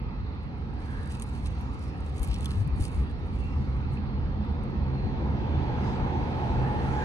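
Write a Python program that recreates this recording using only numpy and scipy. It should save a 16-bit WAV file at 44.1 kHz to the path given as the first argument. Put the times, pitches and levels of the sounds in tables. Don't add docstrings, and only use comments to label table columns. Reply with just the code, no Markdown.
import sys
import numpy as np
from scipy import signal
from scipy.fft import rfft, irfft, next_fast_len
from scipy.io import wavfile
from scipy.ndimage import uniform_filter1d, map_coordinates

SR = 44100
rng = np.random.default_rng(int(sys.argv[2]) if len(sys.argv) > 2 else 0)


def inscribe(sig):
    pcm = np.round(np.clip(np.atleast_2d(sig).T, -1, 1) * 32767)
    wavfile.write(sys.argv[1], SR, pcm.astype(np.int16))


N = 310464


# f/Hz, level/dB
DIESEL_ORDERS = [(66, -2), (80.7, 0), (133.5, 0.5), (203, -10), (249, -14), (372, -17.5)]
# t/s, level/dB, width/s, f/Hz
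BOOMS = [(3.605, -33, 0.034, 129.3), (4.922, -38.5, 0.12, 134), (6.37, -35, 0.073, 132.6),
         (6.604, -31, 0.08, 127.8), (6.9, -40, 0.05, 129.4)]
# t/s, level/dB, width/s
GROWLS = [(3.65, -44.5, .15), (4.07, -40.5, .08), (4.56, -37, .12), (5.2, -39, 0.2)]
# f/Hz, level/dB
GROWL_EQ = [(170, -21), (192, -7.5), (205, 3), (220, -5.5), (240, -23), (600, -120)]

def diesel(drone_db=-38.5):
    drone = sum(amp(db) * tone(hz, waver_hz=2.6, rate=11, flutter_db=3) for hz, db in DIESEL_ORDERS)
    booms = notes(BOOMS, waver_hz=3.7, rate=13, flutter_db=0.5)
    growl = swells(GROWLS) * rush(GROWL_EQ, patchy_db=1.5)
    exposure = emerging(lead_s=1.65) ** 0.79
    return amp(drone_db) * exposure * drone + booms + growl


# f/Hz, level/dB
TRAILER_ROAR_EQ = [(65, -44), (110, 2), (129, -3), (161, -7.5), (205, -7.5), (371, -10), (435, -14.5),
                   (481, -11), (620, -23.5), (810, -44.5), (1360, -120)]
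TRAILER_TYRE_EQ = [(330, -36.5), (560, -13.5), (637, -14), (733, -6.5), (792, -5.5), (818, -6.5), (856, -3),
                   (990, -9), (1150, -19), (1290, -19), (1480, -21.5), (1660, -21.5), (2190, -27.5),
                   (2600, -25.5), (3380, -44), (5720, -120)]
TRAILER_HISS_EQ = [(1900, 8), (2500, -1), (3200, 9), (4300, 2.5), (5300, -6.5), (6100, -6.5), (7000, -19.5),
                   (9000, -29), (12000, -46.5)]

def trailer(roar_db=-33.5, tyre_db=-37.5, hiss_db=-54):
    nearness, _ = approach()
    size = np.minimum(nearness / 0.18, 1) ** 0.74
    exposure = emerging(lead_s=0.39)
    roar = amp(roar_db) * exposure * rush(TRAILER_ROAR_EQ, patchy_db=0.5)
    tyres = amp(tyre_db) * rush(TRAILER_TYRE_EQ, patchy_db=1.2)
    hiss = amp(hiss_db) * rush(TRAILER_HISS_EQ, patchy_db=2)
    return size * (roar + emerging() * (tyres + hiss))


# t/s, level/dB, width/s
TREAD_SURGES = [(5.46, -48, .05), (5.7, -45, 0.07), (6.145, -37, 0.037), (6.44, -40.5, 0.032),
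                (6.92, -42.5, .08)]
# f/Hz, level/dB
TREAD_EQ = [(720, -30), (780, -10.5), (825, -5), (845, 1.5), (870, -8.5), (905, -5), (950, -16),
            (1100, -55.5), (1600, -120)]
# t/s, level/dB, width/s, f/Hz
TREAD_NOTES = [(6.73, -37, 0.088, 844), (6.984, -37, 0.046, 849)]

def tread():
    hum = swells(TREAD_SURGES) * rush(TREAD_EQ, patchy_db=1)
    return hum + notes(TREAD_NOTES, waver_hz=1.5, rate=12, flutter_db=0.5)


# f/Hz, level/dB
AIR_EQ = [(4000, -16), (6000, 5.5), (7200, 5), (8400, -1), (9200, 6), (10100, 1), (10900, -6.5),
          (12000, -23)]

def turbo_and_air(turbo_hz=10360, turbo_db=-74.5, air_db=-59):
    nearness, doppler = approach()
    whistle = amp(turbo_db) * tone(turbo_hz * doppler, waver_hz=60, rate=300, flutter_db=2)
    air = amp(air_db) * nearness ** 0.97 * rush(AIR_EQ, patchy_db=5)
    return emerging() * nearness * (whistle + air)


def approach(speed_m_s=25, nearest_m=15, nearest_s=7.7, sound_m_s=343):
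    ahead = speed_m_s * (nearest_s - clock())
    distance = np.hypot(ahead, nearest_m)
    closing_speed = speed_m_s * ahead / distance
    return nearest_m / distance, 1 / (1 - closing_speed / sound_m_s)


def emerging(lead_s=0, clear_s=5.15, width_s=0.27, bank_db=13.5):
    hidden = .5 - .5 * np.tanh((clock() + lead_s - clear_s) / (2 * width_s))
    return amp(-bank_db * hidden)


# t/s, level/dB
DECK_RIDE = [(0, -34), (1.4, -34.5), (2.4, -33), (3.6, -30.5), (4.5, -33), (5.7, -29), (6.1, -35.5),
             (6.6, -29.5), (7.04, -33)]
# f/Hz, level/dB
DECK_EQ = [(13, -53), (22, -19.5), (45, -0.5), (65, 4.5), (79, 3), (103, -8), (133, -10.5), (156, -21.5),
           (170, -7.5), (220, -52), (370, -120)]
CAR_ROAR_EQ = [(65, -24.5), (110, -3.5), (135, -2.5), (157, -8.5), (205, -5), (244, -7.5), (270, -9.5),
               (371, -18.5), (399, -17), (474, -18.5), (620, -27.5), (810, -63.5), (1360, -120)]
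CAR_TYRE_EQ = [(330, -21.5), (560, -11), (666, -9.5), (724, -2), (912, -2), (998, -3.5), (1290, -3),
               (1510, -12), (1800, -11), (2450, -14), (2600, -12), (3380, -32), (5720, -120)]
CAR_HISS_EQ = [(1900, 2.5), (2500, 0), (3300, 0), (4300, 3.5), (5300, -8.5), (6100, -17), (6900, -31.5),
               (8400, -42), (9200, -23), (10300, -43), (11200, -38), (12200, -43), (15000, -31.5)]
EDGE_EQ = [(1200, 0.5), (1650, 1.5), (2100, -10), (4000, -33.5), (9000, -55.5)]
# t/s, level/dB, width/s
EDGE_PASSES = [(0.98, -52, 0.16), (5.9, -49.5, 0.18), (7.0, -42, 0.29)]

def traffic(unrest_db=-0.57):
    t = clock()
    deck_db = np.interp(t, *np.transpose(DECK_RIDE))
    deck = amp(deck_db + unrest_db * wobble(6.6)) * rush(DECK_EQ, patchy_db=1.5)
    roar = amp(-40.5 + 0.74 * t) * rush(CAR_ROAR_EQ, patchy_db=1)
    tyres = amp(-51 + 0.4355 * t) * rush(CAR_TYRE_EQ, patchy_db=2.27)
    hiss = amp(-61.5 + 0.36 * t + unrest_db * wobble(3.3)) * rush(CAR_HISS_EQ, patchy_db=2)
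    edge = swells(EDGE_PASSES) * rush(EDGE_EQ, patchy_db=4)
    return deck + roar + tyres + hiss + edge


# t/s, level/dB, width/s
LEANS = [(1.2, -64, 0.2), (1.9, -77, 0.19), (2.4, -63, 0.16), (2.9, -64.5, 0.089), (3.45, -78.5, 0.28)]
# t/s, level/dB, width/s, relative clack/dB
CRUNCHES = [(0.923, -68, .022, -15), (1.15, -59, 0.011, 3), (1.223, -50, 0.006, -12),
            (1.357, -68, 0.028, 0), (1.465, -57.5, 0.012, 5), (1.835, -63, 0.014, -12),
            (2.087, -67, .014, -12), (2.168, -64, 0.009, -15), (2.241, -50, 0.014, -29),
            (2.335, -63.5, 0.032, 13.5), (2.525, -63, 0.042, 5), (2.822, -52.5, 0.025, -21),
            (2.852, -49.5, 0.012, -14), (2.945, -62, .018, -15), (3.404, -65.5, 0.0067, -10),
            (3.94, -67, 0.02, -6)]

def grinding():
    fine = grains(rate=3500)
    grit = swells(LEANS) * amp(4.7 * wobble(29.75)) * fine
    clack = amp(-3) * grit
    contacts = grains(rate=3000)
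    for s, db, width, clack_db in CRUNCHES:
        slip = amp(db) * swell(s, width) * contacts
        grit += slip
        clack += amp(clack_db) * slip
    return grit, clack


# t/s, level/dB, relative clack/dB, ring f/Hz
TICKS = [(0.35, -71, -16, 9400), (0.433, -58, -12, 6200), (0.582, -64, -15, 9300), (0.616, -67, -15, 9060),
         (0.7393, -62, -15, 9000), (0.859, -55, -9, 9270), (1.033, -51, -12, 9000),
         (1.0592, -47, -14, 8460), (1.0745, -48, -12, 9100), (1.122, -42, -10, 8550),
         (1.152, -45, -13, 6500), (1.171, -48, -8, 8300), (1.198, -37, -8, 6610),
         (1.2215, -29.5, -26, 8920), (1.2278, -42, -20, 10200), (1.238, -43, -18, 9500),
         (1.289, -48, -10, 7300), (1.2955, -48, -12, 7600), (1.4605, -40, 1, 9000),
         (1.4705, -40, -12, 6770), (1.5235, -54, -8, 10900), (1.55, -56, -12, 9300),
         (1.612, -53, -9, 11500), (1.7935, -51, -7, 6000), (2.005, -50, -10, 9000),
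         (2.0635, -48, -10, 7500), (2.181, -40.5, -20, 9000), (2.195, -40, -18, 10200),
         (2.22, -42, -20, 9600), (2.231, -32.5, -18, 11500), (2.238, -39, -20, 10400),
         (2.2468, -35, -16, 9900), (2.2748, -42, -12, 9500), (2.286, -43, -12, 9300),
         (2.314, -46, 10, 3300), (2.3426, -34, 1, 5600), (2.3615, -47, 6, 3500), (2.386, -47, -6, 9000),
         (2.4083, -41, -5, 8670), (2.427, -56, -7, 7800), (2.4453, -37, 0, 9000), (2.4575, -32, -1.5, 5700),
         (2.4904, -51, -8, 5090), (2.508, -43, 6, 10000), (2.5155, -40, 1, 3600), (2.583, -54, -10, 9300),
         (2.6075, -50, -10, 9400), (2.676, -47, -14, 9800), (2.7624, -54, -12, 9100),
         (2.8096, -36.5, -9, 4800), (2.824, -37, -14, 9800), (2.852, -37, -14, 4900),
         (2.8812, -41, -17, 8800), (2.917, -49, -10, 9510), (2.931, -50, -14, 9200),
         (2.965, -52, -14, 9200), (3.112, -55, -5, 8900), (3.3885, -56, -6, 9000), (3.442, -58, -12, 10800),
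         (3.765, -62, -12, 9300), (3.937, -54, -10, 9200), (3.972, -64, 14, 3000), (4.4485, -66, -11, 9300),
         (4.6363, -52.5, -10, 8700), (4.704, -65, -16, 9000)]

def ticking(snap_t60=0.012, ring_t60=0.018):
    t = np.arange(SR // 20) / SR
    grit, clack = np.zeros((2, N))
    for s, db, clack_db, ring_hz in [*TICKS, *loose_ticks()]:
        snap = decay(t, db, snap_t60) * rng.standard_normal(len(t))
        ring = decay(t, db, ring_t60) * np.sin(2 * np.pi * ring_hz * t)
        grit[round(s * SR):][:len(t)] += amp(-3.5) * snap + amp(-13) * ring
        clack[round(s * SR):][:len(t)] += amp(clack_db - 5) * snap
    return grit, clack


def loose_ticks(start_s=0.85, end_s=4.0, per_s=12, clack_db=-8, ring_hz=8460):
    s = start_s + np.cumsum(rng.exponential(size=150)) / per_s
    spread, detune = rng.standard_normal((len(s), 2)).T
    lean = swells(LEANS)
    pressure = np.interp(s, clock(), lean / lean.max()) ** 0.6 + amp(-22)
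    db = -57 + 20 * np.log10(pressure) + 2.5 * spread
    hz = ring_hz * np.exp(0.078 * detune)
    return np.column_stack([s, db, np.full(len(s), clack_db), hz])[s < end_s]


# f/Hz, level/dB
GRIT_EQ = [(2500, 1), (4500, -6.5), (7200, -1.5), (8200, -4.5), (9000, 4), (10000, 5.5), (11200, -5),
           (12200, -22), (13500, -42), (16000, -48.5)]
CLACK_EQ = [(1200, -4), (2600, 10), (3300, 5.5), (4000, 6), (5300, 2), (6300, -14), (8000, -16.5),
            (12000, -49)]
# t/s, level/dB, f/Hz, t60/s
KNOCKS = [(1.221, -32.5, 8760, 0.021), (2.231, -33, 9600, 0.016), (2.345, -38, 5600, 0.02),
          (2.459, -26.5, 3440, 0.015), (2.835, -41, 4800, 0.028), (2.853, -38, 4840, 0.02),
          (3.972, -32.5, 2590, 0.014)]

def gravel(scatter_db=-16, scatter_t60=0.059):
    grind_grit, grind_clack = grinding()
    t = np.arange(SR // 20) / SR
    tail = rng.standard_normal((2, len(t))) * decay(t, 0, scatter_t60)
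    tail /= np.linalg.norm(tail[0])
    tick_grit, tick_clack = ticking()
    direct = equalise(grind_grit + tick_grit, GRIT_EQ) + equalise(grind_clack + tick_clack, CLACK_EQ)
    for s, db, hz, t60 in KNOCKS:
        direct[round(s * SR):][:len(t)] += struck(t, db, hz, t60, attack_s=0.00049)
    return direct + amp(scatter_db) * signal.fftconvolve(direct[None], tail, axes=1)[:, :N]


# t/s, level/dB
SNAPS = [(1.612, -62.5), (2.23, -38.5), (2.247, -48), (2.275, -50), (2.459, -49), (2.676, -57.5)]
# f/Hz, level/dB
SNAP_EQ = [(8000, -30), (10500, -1), (12300, -2), (13500, -15), (15500, -22.5)]

def stone_snaps(t60=0.012):
    t = np.arange(SR // 50) / SR
    cracks = np.zeros(N)
    for s, db in SNAPS:
        cracks[round(s * SR):][:len(t)] += decay(t, db, t60) * rng.standard_normal(len(t))
    return equalise(cracks, SNAP_EQ)


# t/s, level/dB, f/Hz, t60/s
THUDS = [(2.795, -14, 274, 0.025), (2.807, -11.5, 71, 0.092)]

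def footfall(pan_db=2):
    thuds = sum(struck(np.maximum(clock() - s, 0), db, hz, t60, attack_s=0.003)
                for s, db, hz, t60 in THUDS)
    return thuds * amp([[pan_db], [-pan_db]])


# t/s, level/dB, f/Hz, width/s
PUFFS = [(2.214, -19, 53.6, 0.011), (2.313, -20, 57.7, 0.018), (2.585, -20, 95, 0.017),
         (2.622, -19.5, 96.6, .012), (2.674, -22, 144, 0.01), (2.738, -19, 61.3, 0.012),
         (2.995, -23.5, 66, 0.03), (3.579, -25.5, 76, 0.048), (5.051, -21.5, 92, 0.0095),
         (6.03, -24.5, 45.2, 0.022), (6.587, -24.5, 48, .022), (6.891, -25.5, 62, 0.025)]

def breeze(left_db=2.5, right_db=-5):
    rocking = sum(amp(db) * swell(s, width) * np.sin(2 * np.pi * (hz * (clock() - s) + rng.random()))
                  for s, db, hz, width in PUFFS)
    return rocking * amp([[left_db], [right_db]])


# t/s, level/dB, width/s, f/Hz
SQUEAKS = [(3.47, -55, .07, 2690), (5.0, -60, .08, 4194)]
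# t/s, level/dB, width/s
SWISHES = [(1.75, -67, 0.7), (3.53, -67.5, 0.19), (5.89, -57, 0.063), (6.92, -62, 0.14)]
# f/Hz, level/dB
SWISH_EQ = [(3000, 1), (4800, 3), (5800, 2), (6800, -4.5), (7300, -8.5), (10000, -12), (11500, -31)]

def road_sizzle():
    squeaks = notes(SQUEAKS, waver_hz=71.2, rate=300, flutter_db=4)
    return squeaks + swells(SWISHES) * rush(SWISH_EQ, patchy_db=5)


# f/Hz, likeness/0-1
LIKENESS = [(60, .82), (140, .86), (300, .76), (700, .54), (1500, .5), (3000, .55), (4500, .3), (7000, .3),
            (8600, .9)]

def rush(eq, patchy_db):
    spectra = signal.stft(rng.standard_normal((2, N)), nperseg=1024)[2]
    patches = uniform_filter1d(rng.standard_normal(spectra.shape[1:]), size=6, axis=0)
    patches = uniform_filter1d(patches, size=10, axis=1)
    pair = signal.istft(spectra * amp(patchy_db * unit(patches)), nperseg=1024)[1][:, :N]
    angle = lambda hz: np.arccos(np.clip(along(LIKENESS, hz), 0, 1)) / 2
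    mid, side = filtered(pair, lambda hz: colour(eq, hz) * [np.cos(angle(hz)), np.sin(angle(hz))])
    return unit(np.array([mid + side, mid - side]))


def tone(hz, waver_hz, rate, flutter_db):
    phase = 2 * np.pi * np.cumsum(hz + waver_hz * wobble(rate)) / SR
    flutter = amp(flutter_db * np.array([wobble(rate), wobble(rate)]))
    return unit(flutter * np.sin(phase))


def notes(rows, **waver):
    return sum(amp(db) * swell(s, width) * tone(hz, **waver) for s, db, width, hz in rows)


def grains(rate, spread_db=2.5):
    size = amp(spread_db * np.minimum(rng.exponential(size=N), 4))
    return unit((rng.random(N) < rate / SR) * size * rng.standard_normal(N))


def struck(t, db, hz, t60, attack_s):
    return decay(t, db, t60) * np.sin(2 * np.pi * hz * t) * (1 - np.exp(-t / attack_s))


def decay(t, db, t60):
    return amp(db - 60 * t / t60)


def swell(s, width):
    return np.exp(-.5 * ((clock() - s) / width) ** 2)


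def swells(rows):
    return sum(amp(db) * swell(s, width) for s, db, width in rows)


def wobble(rate):
    return map_coordinates(rng.standard_normal(int(N * rate / SR) + 4), [clock() * rate])


def equalise(x, eq):
    return filtered(x, lambda hz: unit(colour(eq, hz)))


def filtered(x, response):
    size = next_fast_len(N + SR // 4)
    return irfft(rfft(x, size) * response(np.fft.rfftfreq(size, 1 / SR)), size)[..., :N]


def colour(eq, hz):
    return amp(along(eq, hz)) * np.minimum(hz / eq[0][0], 1) ** 4


def along(points, hz):
    freqs, values = np.transpose(points)
    return np.interp(np.log(hz + 1), np.log(freqs + 1), values)


def amp(db):
    return 10 ** (np.asarray(db) / 20)


def unit(x):
    return x / np.sqrt(np.mean(x ** 2) + 1e-20)


def clock():
    return np.arange(N) / SR


def scene():
    overhead = traffic() + trailer() + diesel() + tread() + turbo_and_air() + road_sizzle()
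    return overhead + breeze() + gravel() + stone_snaps() + footfall()


# f/Hz, phase/rad
LEFT_LEAD = [(30, 0), (200, 0.16), (500, 0.61), (1000, 1.5), (1640, 2), (2600, 4), (5300, 4), (7000, 8.3),
             (7800, 6.5), (8800, 6), (10100, 3.1), (11000, 1.9), (11900, 0)]
# f/Hz, level/dB
BALANCE = [(30, -1.5), (80, -1.5), (200, -2), (500, -2), (900, 0), (1400, -1.5), (2200, -7), (3000, -1),
           (4300, -3), (5800, 3), (7500, 2.5), (9000, 0.5)]

def record(dry, top_hz=15800):
    def ports(hz):
        phase = np.outer([.5, -.5], along(LEFT_LEAD, hz))
        gain = amp(np.outer([.5, -.5], along(BALANCE, hz)))
        return gain * np.exp(1j * phase) * (hz < top_hz)
    return filtered(dry, ports)


dry = scene()
out = record(dry)
inscribe(out)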